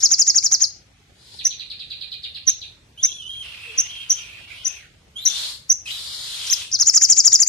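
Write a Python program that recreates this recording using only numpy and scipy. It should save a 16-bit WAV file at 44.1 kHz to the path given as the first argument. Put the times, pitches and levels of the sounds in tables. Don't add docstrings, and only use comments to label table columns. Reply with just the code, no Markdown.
import sys
import numpy as np
from scipy import signal
from scipy.fft import rfft, irfft
from scipy.io import wavfile
from scipy.ndimage import uniform_filter1d, minimum_filter1d

SR = 44100
rng = np.random.default_rng(int(sys.argv[2]) if len(sys.argv) > 2 else 0)


def field_ratio(decibels):
    return 10 ** (np.asarray(decibels, dtype=float) / 20)


def to_wav(sig):
    pcm = np.clip(np.atleast_2d(sig), -1, 1) * 32767
    pcm = np.round(pcm).astype(np.int16)
    wavfile.write(sys.argv[1], SR, pcm.T)


N = 329868

# [t/s, level/dB, top f/Hz]
FIRST_TRILL = [(0.0304, -4, 6880), (0.1133, -5, 6754), (0.1929, -5, 6910), (0.2749, -4, 6810),
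               (0.3559, -5, 6760), (0.4378, -7, 6860), (0.5208, -5.5, 6710), (0.614, -5, 6606)]
SECOND_TRILL = [(6.727, -8.5, 6283), (6.799, -6, 6590), (6.869, -4.5, 7030), (6.9464, -2.5, 7090),
                (7.0206, -3, 7060), (7.098, -2, 7200), (7.1743, -4, 7180), (7.2482, -2.5, 7204),
                (7.3273, -2.5, 7180), (7.3998, -4, 7220), (7.4734, -6.5, 7374)]
# [t/s, level/dB, left-right level/dB]
CHIPS = [(1.4452, -3.5, 4.5), (2.469, -2.5, 1), (3.0277, -2.5, 3), (3.7766, -4, 5), (4.0952, -2, 5),
         (4.6465, -8.5, 12), (5.252, -4.5, 12.5), (5.693, -2.5, 2.5)]
CHIP_HZ = 5745
# [t/s, level/dB, left-right level/dB, top f/Hz]
LONE_NOTE = (6.5, -8, 4.5, 6398.5)
# [t/s, level/dB, f/Hz]
RASPS = [
    [(0, -19.5, 5600), (0.025, -35, 5600)],
    [(6.462, -23, 5440), (6.49, -24.5, 5370)],
    [(6.708, -53, 5600), (6.725, -32, 5600)],
]

# [length/ms, start pitch factor, share where the glide turns, end pitch factor]
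ARCH_GLIDE = (42, .79, .21, .63)
DIP_GLIDE = (38, 1.17, .37, 1.135)
HUMP_GLIDE = (44, .8, .52, .78)
FALL_GLIDE = (36, 1.98, .98, .99)
# [start level/dB, attack share, level after the hold/dB, release share, end level/dB]
ARCH_SWELL = (-1, 0.73, 3.5, 0.41, -14)
DIP_SWELL = (-18, .24, -4.5, .12, -20)
HUMP_SWELL = (-11, 0.43, -1, -0.2, -24)
FALL_SWELL = (-12, .17, -17, .58, -24)

# [t/s, level/dB]
FAR_TRILL = [(1.387, -19.5), (1.501, -20), (1.593, -19.5), (1.700, -19.5), (1.796, -18.5), (1.903, -19),
             (2.009, -20.5), (2.115, -19), (2.233, -17.5), (2.346, -19), (2.470, -20.5), (2.612, -22)]
FAR_HZ, FAR_PAN_DB = 2380, -3
SLAP_MS, SLAP_DB = 12, -5
# [t/s, level/dB, f/Hz]
WHISTLES = [
    [(2.972, -38, 2920), (3.022, -37.5, 3630), (3.066, -33, 3770), (3.088, -36.5, 3237), (3.174, -39, 3453),
     (3.24, -35, 2906), (3.30, -35, 3195), (3.40, -35.5, 3260), (3.44, -34, 3060)],
    [(3.88, -31, 2969), (3.90, -40.5, 3220), (3.97, -39.5, 3240), (3.984, -41, 3100), (4.015, -35, 3240),
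     (4.06, -49, 3150)],
    [(5.152, -37, 3090), (5.205, -28, 3607), (5.25, -36, 4240), (5.276, -24, 3827), (5.29, -29, 3553),
     (5.345, -29.5, 3582), (5.45, -40, 3900)],
]
HOARSE_CALLS = [
    [(3.42, -39, 3077), (3.476, -41, 2852), (3.59, -42, 2590), (3.78, -40, 2658), (3.89, -43, 3130),
     (3.95, -44, 2820), (4.05, -44, 2580)],
    [(4.04, -46.5, 3030), (4.184, -39.5, 3140), (4.215, -43, 2530), (4.31, -45.5, 2476),
     (4.46, -46.5, 2790)],
    [(4.47, -43.5, 2108), (4.552, -40.5, 2674), (4.62, -45, 3150), (4.68, -44, 2590), (4.79, -45, 2550)],
]
BUZZES = [
    [(1.13, -66, 3570), (1.2, -54, 3990), (1.312, -48.5, 4650), (1.39, -44.5, 4400)],
    [(5.28, -34, 3650), (5.4, -28, 3780), (5.516, -34, 4460), (5.6, -93, 4300)],
    [(5.9, -45, 3420), (5.95, -34, 3576), (6.05, -35, 4270), (6.166, -34, 4300), (6.31, -32.5, 3680),
     (6.45, -31, 3394), (6.63, -34, 3122), (6.68, -83, 3150)],
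]
# [t/s, level/dB, f/Hz]
SIGH = [(4.78, -48.5, 2470), (4.87, -59.5, 1330)]
WARBLE = [(5.855, -22, 2525), (5.869, -32, 2587), (5.875, -27, 3247), (5.893, -28, 2813),
          (5.905, -27.5, 3130), (5.912, -25.5, 3900), (5.94, -39, 3750)]

# [pitch scatter f/Hz, breath level against the voice/dB]
CLEAR = (28, -16.5)
TWITTER = (65, -5.5)
HUSKY = (125, -2)
BUZZY = (470, 1.47)
RASPY = (640, -6.5)
# [f/Hz, level/dB]
BRIGHT_BREATH = [(180, -95.5), (400, -18.5), (1000, -12), (2500, -10), (4000, 6), (5800, -5), (7300, -3.5),
                 (9500, -7), (12000, -26.5), (13500, -60), (16000, -72)]
DARK_BREATH = [(180, -48), (500, -15.5), (1100, -10.5), (2000, -9.5), (3000, 3.5), (4500, -4), (7000, -19),
               (10000, -16.5), (12500, -33.5), (14000, -50)]

# [start t/s, length t/s, level/dB, first f/Hz, last f/Hz]
COO = (3.6, .23, -52, 520, 455)
# [f/Hz, level/dB]
TOWN = [(15, -91.5), (25, -44), (40, -10), (65, -5), (114, -6.5), (160, -13.5), (260, -21), (420, -22.5),
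        (970, -30), (1800, -25), (3000, -25.5), (7000, -31.5), (10000, -40.5), (14000, -59)]
TOWN_DB = -54.5
# [f/Hz, likeness 0 to 1]
TOWN_LIKENESS = [(60, 1), (150, 1), (400, 1), (1000, 0.1), (2700, 0.036), (7000, 0.21)]
# [left delay t/ms, left level/dB, right delay t/ms, right level/dB]
ECHOES = [(.6, -12, .25, -6), (1.5, -10, 1.1, -8), (3.1, -14, 2.4, -10), (5.3, -17, 4.2, -13)]

EDGES = [7650, 8500, 9500, 10600, 11450, 12900, 14400]
# [own level/dB, spill level from the song/dB, level of song copied up/dB]
TREBLE = [(-3.5, -53, -65), (-3.5, -36, -27), (-0.8, -29.5, -40), (-4.5, -69.5, -73.5), (7.5, -36.5, -33.5),
          (-17, -58, -29.5)]
# [from t/s, to t/s, f/Hz, level over the treble/dB]
TONES = [(5.68, 7.0, 10853, -8), (5.36, 6.5, 12575, -7), (0, .07, 12575, -2), (5.68, 5.74, 12575, 2.5),
         (5.84, 6.5, 8786, -5), (1.44, 1.5, 10853, -2), (1.5, 1.65, 8096, -3), (2.47, 2.75, 11542, -3),
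         (4.2, 4.45, 8096, -4), (4.64, 4.8, 11542, -3)]


def near_bird():
    trills = [(s, db, 3.2, hz) for s, db, hz in FIRST_TRILL]
    trills += [(s, db, 4.8, hz) for s, db, hz in SECOND_TRILL]
    chips = [(*chip, CHIP_HZ) for chip in CHIPS]
    song = notes(trills, ARCH_GLIDE + ARCH_SWELL, -50, -33, -12, flutter=.4, blur_hz=350)
    song += notes(chips, DIP_GLIDE + DIP_SWELL, -59.5, -31.5, -42.5, flutter=.2, blur_hz=150)
    song += notes([LONE_NOTE], HUMP_GLIDE + HUMP_SWELL, -30, -27, -29, flutter=.69)
    song += held(RASPS, RASPY, BRIGHT_BREATH, 5.6, -32, -40, scatter_rate_hz=1600)
    return song * field_ratio(-6.0)


def notes(events, kind, second_db, under_db, lead_db, under_hz=3820, flutter=.04, lead_s=.013, blur_hz=300):
    out = np.zeros((2, N))
    ms, first, share, last, first_db, attack, hold_db, release, last_db = kind
    for s, db, pan_db, hz in events:
        t = np.arange(-lead_s, ms / 1000, 1 / SR)
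        u = t / t[-1]
        leading = t < 0

        before = np.clip(1 - u / share, 0, 1)
        after = np.clip((u - share) / (1 - share), 0, 1)
        bend = (first - 1) * before ** 2 + (last - 1) * np.sin(np.pi * after / 2) ** 2
        hoarse_hz = hz * (.86 + .1122 * wander(len(t), 1500))
        pitch = np.where(leading, hoarse_hz, hz * (1 + bend))
        turn = 2 * np.pi * np.cumsum(pitch) / SR
        side_hz = np.where(leading, .85 * hz, pitch) - under_hz + blur_hz * wander(len(t), 500)
        side = np.sin(2 * np.pi * np.cumsum(side_hz) / SR)

        tone = np.sin(turn) + field_ratio(second_db) * np.sin(2 * turn)
        tone += field_ratio(under_db + 12 * leading) * wander(len(t), 120) * side

        swell_db = np.interp(u, [0, attack, 1 - release, 1], [first_db, 0, hold_db, last_db])
        shape_db = uniform_filter1d(np.where(leading, lead_db, swell_db), 60, mode="nearest")
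        scatter = 1 + flutter * np.array([wander(len(t), 550), wander(len(t), 510)])
        level = field_ratio(db + shape_db) * scatter * signal.windows.tukey(len(t), .15)
        add(out, s - lead_s, sides(pan_db) * level * tone)
    return out


def held(tables, kind, air, pan_db, second_db, third_db, scatter_rate_hz=350, throb=.3):
    voice, breath = np.zeros(N), np.zeros(N)
    scatter_hz, breath_db = kind
    for rows in tables:
        s, *columns = np.transpose(rows)
        t = np.arange(s[0], s[-1], 1 / SR)
        db, hz = (np.interp(t, s, c) for c in columns)
        pitch = hz + scatter_hz * wander(len(t), scatter_rate_hz)
        turn = 2 * np.pi * np.cumsum(pitch) / SR
        tone = np.sin(turn) + field_ratio(second_db) * np.sin(2 * turn) + field_ratio(third_db) * np.sin(3 * turn)
        fade = signal.windows.tukey(len(t), min(.018 / (s[-1] - s[0]), 1))
        level = field_ratio(db) * fade
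        add(voice, s[0], np.sqrt(2) * level * tone * (1 + throb * wander(len(t), 150)))
        add(breath, s[0], level * field_ratio(breath_db))
    noise = coloured(air, [(300, .56), (9000, .45)])
    return sides(pan_db) * (voice + breath * noise)


def far_bird():
    trill = [(s, db, FAR_PAN_DB, FAR_HZ) for s, db in FAR_TRILL]
    far = notes(trill, FALL_GLIDE + FALL_SWELL, -33.5, -66.5, -40, flutter=.35) * field_ratio(-6.0)
    far += field_ratio(SLAP_DB) * np.roll(far, int(SLAP_MS * SR / 1000), axis=1)
    far += held([WARBLE], TWITTER, BRIGHT_BREATH, .34, -18, -22) * field_ratio(-7.0)
    far += held(BUZZES, BUZZY, BRIGHT_BREATH, 1.3, -28.5, -33.5) * field_ratio(-7.0)
    hoarse = held(HOARSE_CALLS + [SIGH], HUSKY, DARK_BREATH, -.81, -49, -21, scatter_rate_hz=548, throb=.5)
    return far + hoarse * field_ratio(-4.5)


def far_whistles():
    return held(WHISTLES, CLEAR, DARK_BREATH, -1.9, -20, -23) * field_ratio(-4.0)


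def dove():
    s, length, db, first_hz, last_hz = COO
    u = np.arange(0, length, 1 / SR) / length
    pitch = first_hz + (last_hz - first_hz) * u + 35 * wander(len(u), 60)
    tone = np.sin(2 * np.pi * np.cumsum(pitch) / SR)
    swell = np.sin(np.pi * u ** 1.24) * (1 + .47 * wander(len(u), 23))
    coo = np.zeros(N)
    add(coo, s, field_ratio(db) * swell * tone)
    return coo * sides(5)


def town():
    return field_ratio(TOWN_DB) * coloured(TOWN, TOWN_LIKENESS)


def yard(x, echo_db, tail_db, t60, start_s=.003):
    t = np.arange(int(.6 * SR)) / SR
    tail = rng.standard_normal((2, len(t))) * field_ratio(-60 * t / t60) * np.clip(t / start_s - 1, 0, 1)
    tail *= field_ratio(tail_db) / np.linalg.norm(tail[0])
    tail[:, 0] = 1
    for left_ms, left_db, right_ms, right_db in ECHOES:
        tail[0, int(left_ms * SR / 1000)] += field_ratio(left_db + echo_db)
        tail[1, int(right_ms * SR / 1000)] -= field_ratio(right_db + echo_db)
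    return signal.fftconvolve(x, tail, axes=1)[:, :N]


def evened(x):
    return x / np.sqrt(np.mean(x ** 2) + 1e-20)


def sides(pan_db):
    return field_ratio([[pan_db / 2], [-pan_db / 2]])


def read(points, hz):
    f, value = np.transpose(points)
    return np.interp(np.log(hz + 1), np.log(f + 1), value)


def add(mix, s, sound):
    part = mix[..., round(s * SR):][..., :sound.shape[-1]]
    part += sound[..., :part.shape[-1]]


def wander(length, rate_hz):
    span = max(int(SR / rate_hz), 1)
    smooth = uniform_filter1d(rng.standard_normal(length), span)
    return evened(uniform_filter1d(smooth, span))


def coloured(spectrum, likeness):
    hz = np.fft.rfftfreq(N, 1 / SR)
    left, other = rfft(rng.standard_normal((2, N)))
    like = np.clip(read(likeness, hz), -1, 1)
    pair = np.array([left, like * left + np.sqrt(1 - like ** 2) * other])
    return evened(irfft(pair * field_ratio(read(spectrum, hz)), N))


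def complex_noise(shape):
    return rng.standard_normal(shape) + 1j * rng.standard_normal(shape)


def scene():
    birds = yard(near_bird(), 0, -11, .32)
    birds += yard(far_bird(), .54, 2.4, .37)
    birds += yard(far_whistles(), .5, -3.5, .3)
    hz = np.fft.rfftfreq(N, 1 / SR)
    later = np.exp(-2j * np.pi * hz * 26e-6)
    birds[1] = irfft(rfft(birds[1]) * later, N)
    return birds + dove() + town()


def smeared(x, noise_db=-6.0, spill_db=-52, hole_db=-29, faint_db=-89, size=1024):
    z = signal.stft(x, nperseg=size, noverlap=size // 2)[2]
    bands = z[:, :size // 2].reshape(2, -1, 4, z.shape[2])
    power = (abs(bands) ** 2).mean(2, keepdims=True)
    noise = complex_noise(bands.shape)
    unsteady = field_ratio(6.7 * rng.standard_normal((2, 1, 1, z.shape[2])))
    spread = uniform_filter1d(power, 11, axis=1) * field_ratio(2 * noise_db) * unsteady
    spread += power.mean(1, keepdims=True) * field_ratio(2 * spill_db + 59)
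    spread = np.minimum(spread, np.roll(spread, 1, axis=-1) * field_ratio(2 * 13.0))

    luck_db = 13 * evened(uniform_filter1d(rng.standard_normal(power[0].shape), 14, axis=-1))
    loudest_near = -minimum_filter1d(-power, size=17, axis=1)
    masked = (loudest_near * field_ratio(2 * hole_db) + field_ratio(2 * faint_db)) * field_ratio(luck_db)
    above_bass = (np.arange(size // 8) > 9)[:, None, None]
    starved = (luck_db > 19) & (power < masked * field_ratio(2 * 14)) & above_bass
    kept = np.where((power > masked) & ~starved, 1, field_ratio(-40))
    noisy = bands + np.sqrt(abs(spread) / 2) * noise
    z[:, :size // 2] = (noisy * kept).reshape(2, size // 2, -1)
    return signal.istft(z, nperseg=size, noverlap=size // 2)[1][:, :N]


def rebuilt(full, lower, keep=.94, alike=.17, hold=7, size=256):
    hz, t, z = signal.stft(lower, SR, nperseg=size)
    true = signal.stft(full, SR, nperseg=size)[2]
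    power = uniform_filter1d(abs(true) ** 2, hold, axis=2)
    song = power[:, (hz > 3000) & (hz < EDGES[0])].mean(1, keepdims=True)

    one_step = np.roll(z, 22, axis=1)
    two_steps = np.roll(z * (hz < 6750)[:, None], 44, axis=1)
    moved = np.where((hz < EDGES[3])[:, None], one_step, two_steps)
    moved *= np.clip(uniform_filter1d(abs(moved), size=5, axis=2) / field_ratio(-17), 0, 1) ** .55
    moved *= .5 + .8 * rng.standard_normal(z.shape[1:])

    band, top = np.zeros_like(power), np.zeros_like(z)
    for low, high, (own_db, spill_db, copy_db) in zip(EDGES, EDGES[1:], TREBLE):
        inside = (hz >= low) & (hz < high)
        luck = rng.standard_normal(len(t) // 12 + 1)
        blocks = field_ratio(3 * np.repeat(luck, 12)[:len(t)])
        own = field_ratio(2 * own_db) * power[:, inside].mean(1, keepdims=True)
        band[:, inside] = own + field_ratio(2 * spill_db) * song * blocks ** 2
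        top[:, inside] = field_ratio(copy_db) * blocks * moved[:, inside] + keep * field_ratio(own_db) * true[:, inside]

    noise = complex_noise(z.shape)
    noise[1] = alike * noise[0] + np.sqrt(1 - min(alike, 1) ** 2) * noise[1]
    unsteady = evened(uniform_filter1d(rng.standard_normal(z.shape[1:]), size=24, axis=1))
    top += np.sqrt(abs(band)) * noise * field_ratio(3.5 * unsteady)

    heard = uniform_filter1d(uniform_filter1d(abs(top) ** 2, 25, axis=2), 3, axis=1)
    luck_db = 8 * evened(uniform_filter1d(rng.standard_normal(z.shape[1:]), 30, axis=1))
    faint_db = -99 + 7.0 * (hz[:, None] - EDGES[0]) / 3000
    top *= heard > field_ratio(2 * faint_db + luck_db)
    top *= heard > field_ratio(2 * -47) * song * field_ratio(luck_db)
    z = np.where((hz >= EDGES[0])[:, None], top, z)
    out = signal.istft(z, SR, nperseg=size)[1][:, :N]

    time = np.arange(N) / SR
    row = np.argmin(abs(hz - 9000))
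    strength = np.array([np.interp(time, t, np.sqrt(abs(b[row]))) for b in band])
    for t0, t1, tone_hz, db in TONES:
        on = np.clip(np.minimum(time - t0, t1 - time) / .01, 0, 1)
        out = out + 4 * field_ratio(db) * on * strength * np.sin(2 * np.pi * tone_hz * time)
    return out


def band_limit(x):
    return signal.sosfilt(signal.butter(12, 15200, fs=SR, output="sos"), x)


def record(dry):
    mix = np.clip(rebuilt(dry, smeared(dry)), -1, 1)
    return band_limit(mix)


dry = scene()
out = record(dry)
to_wav(out)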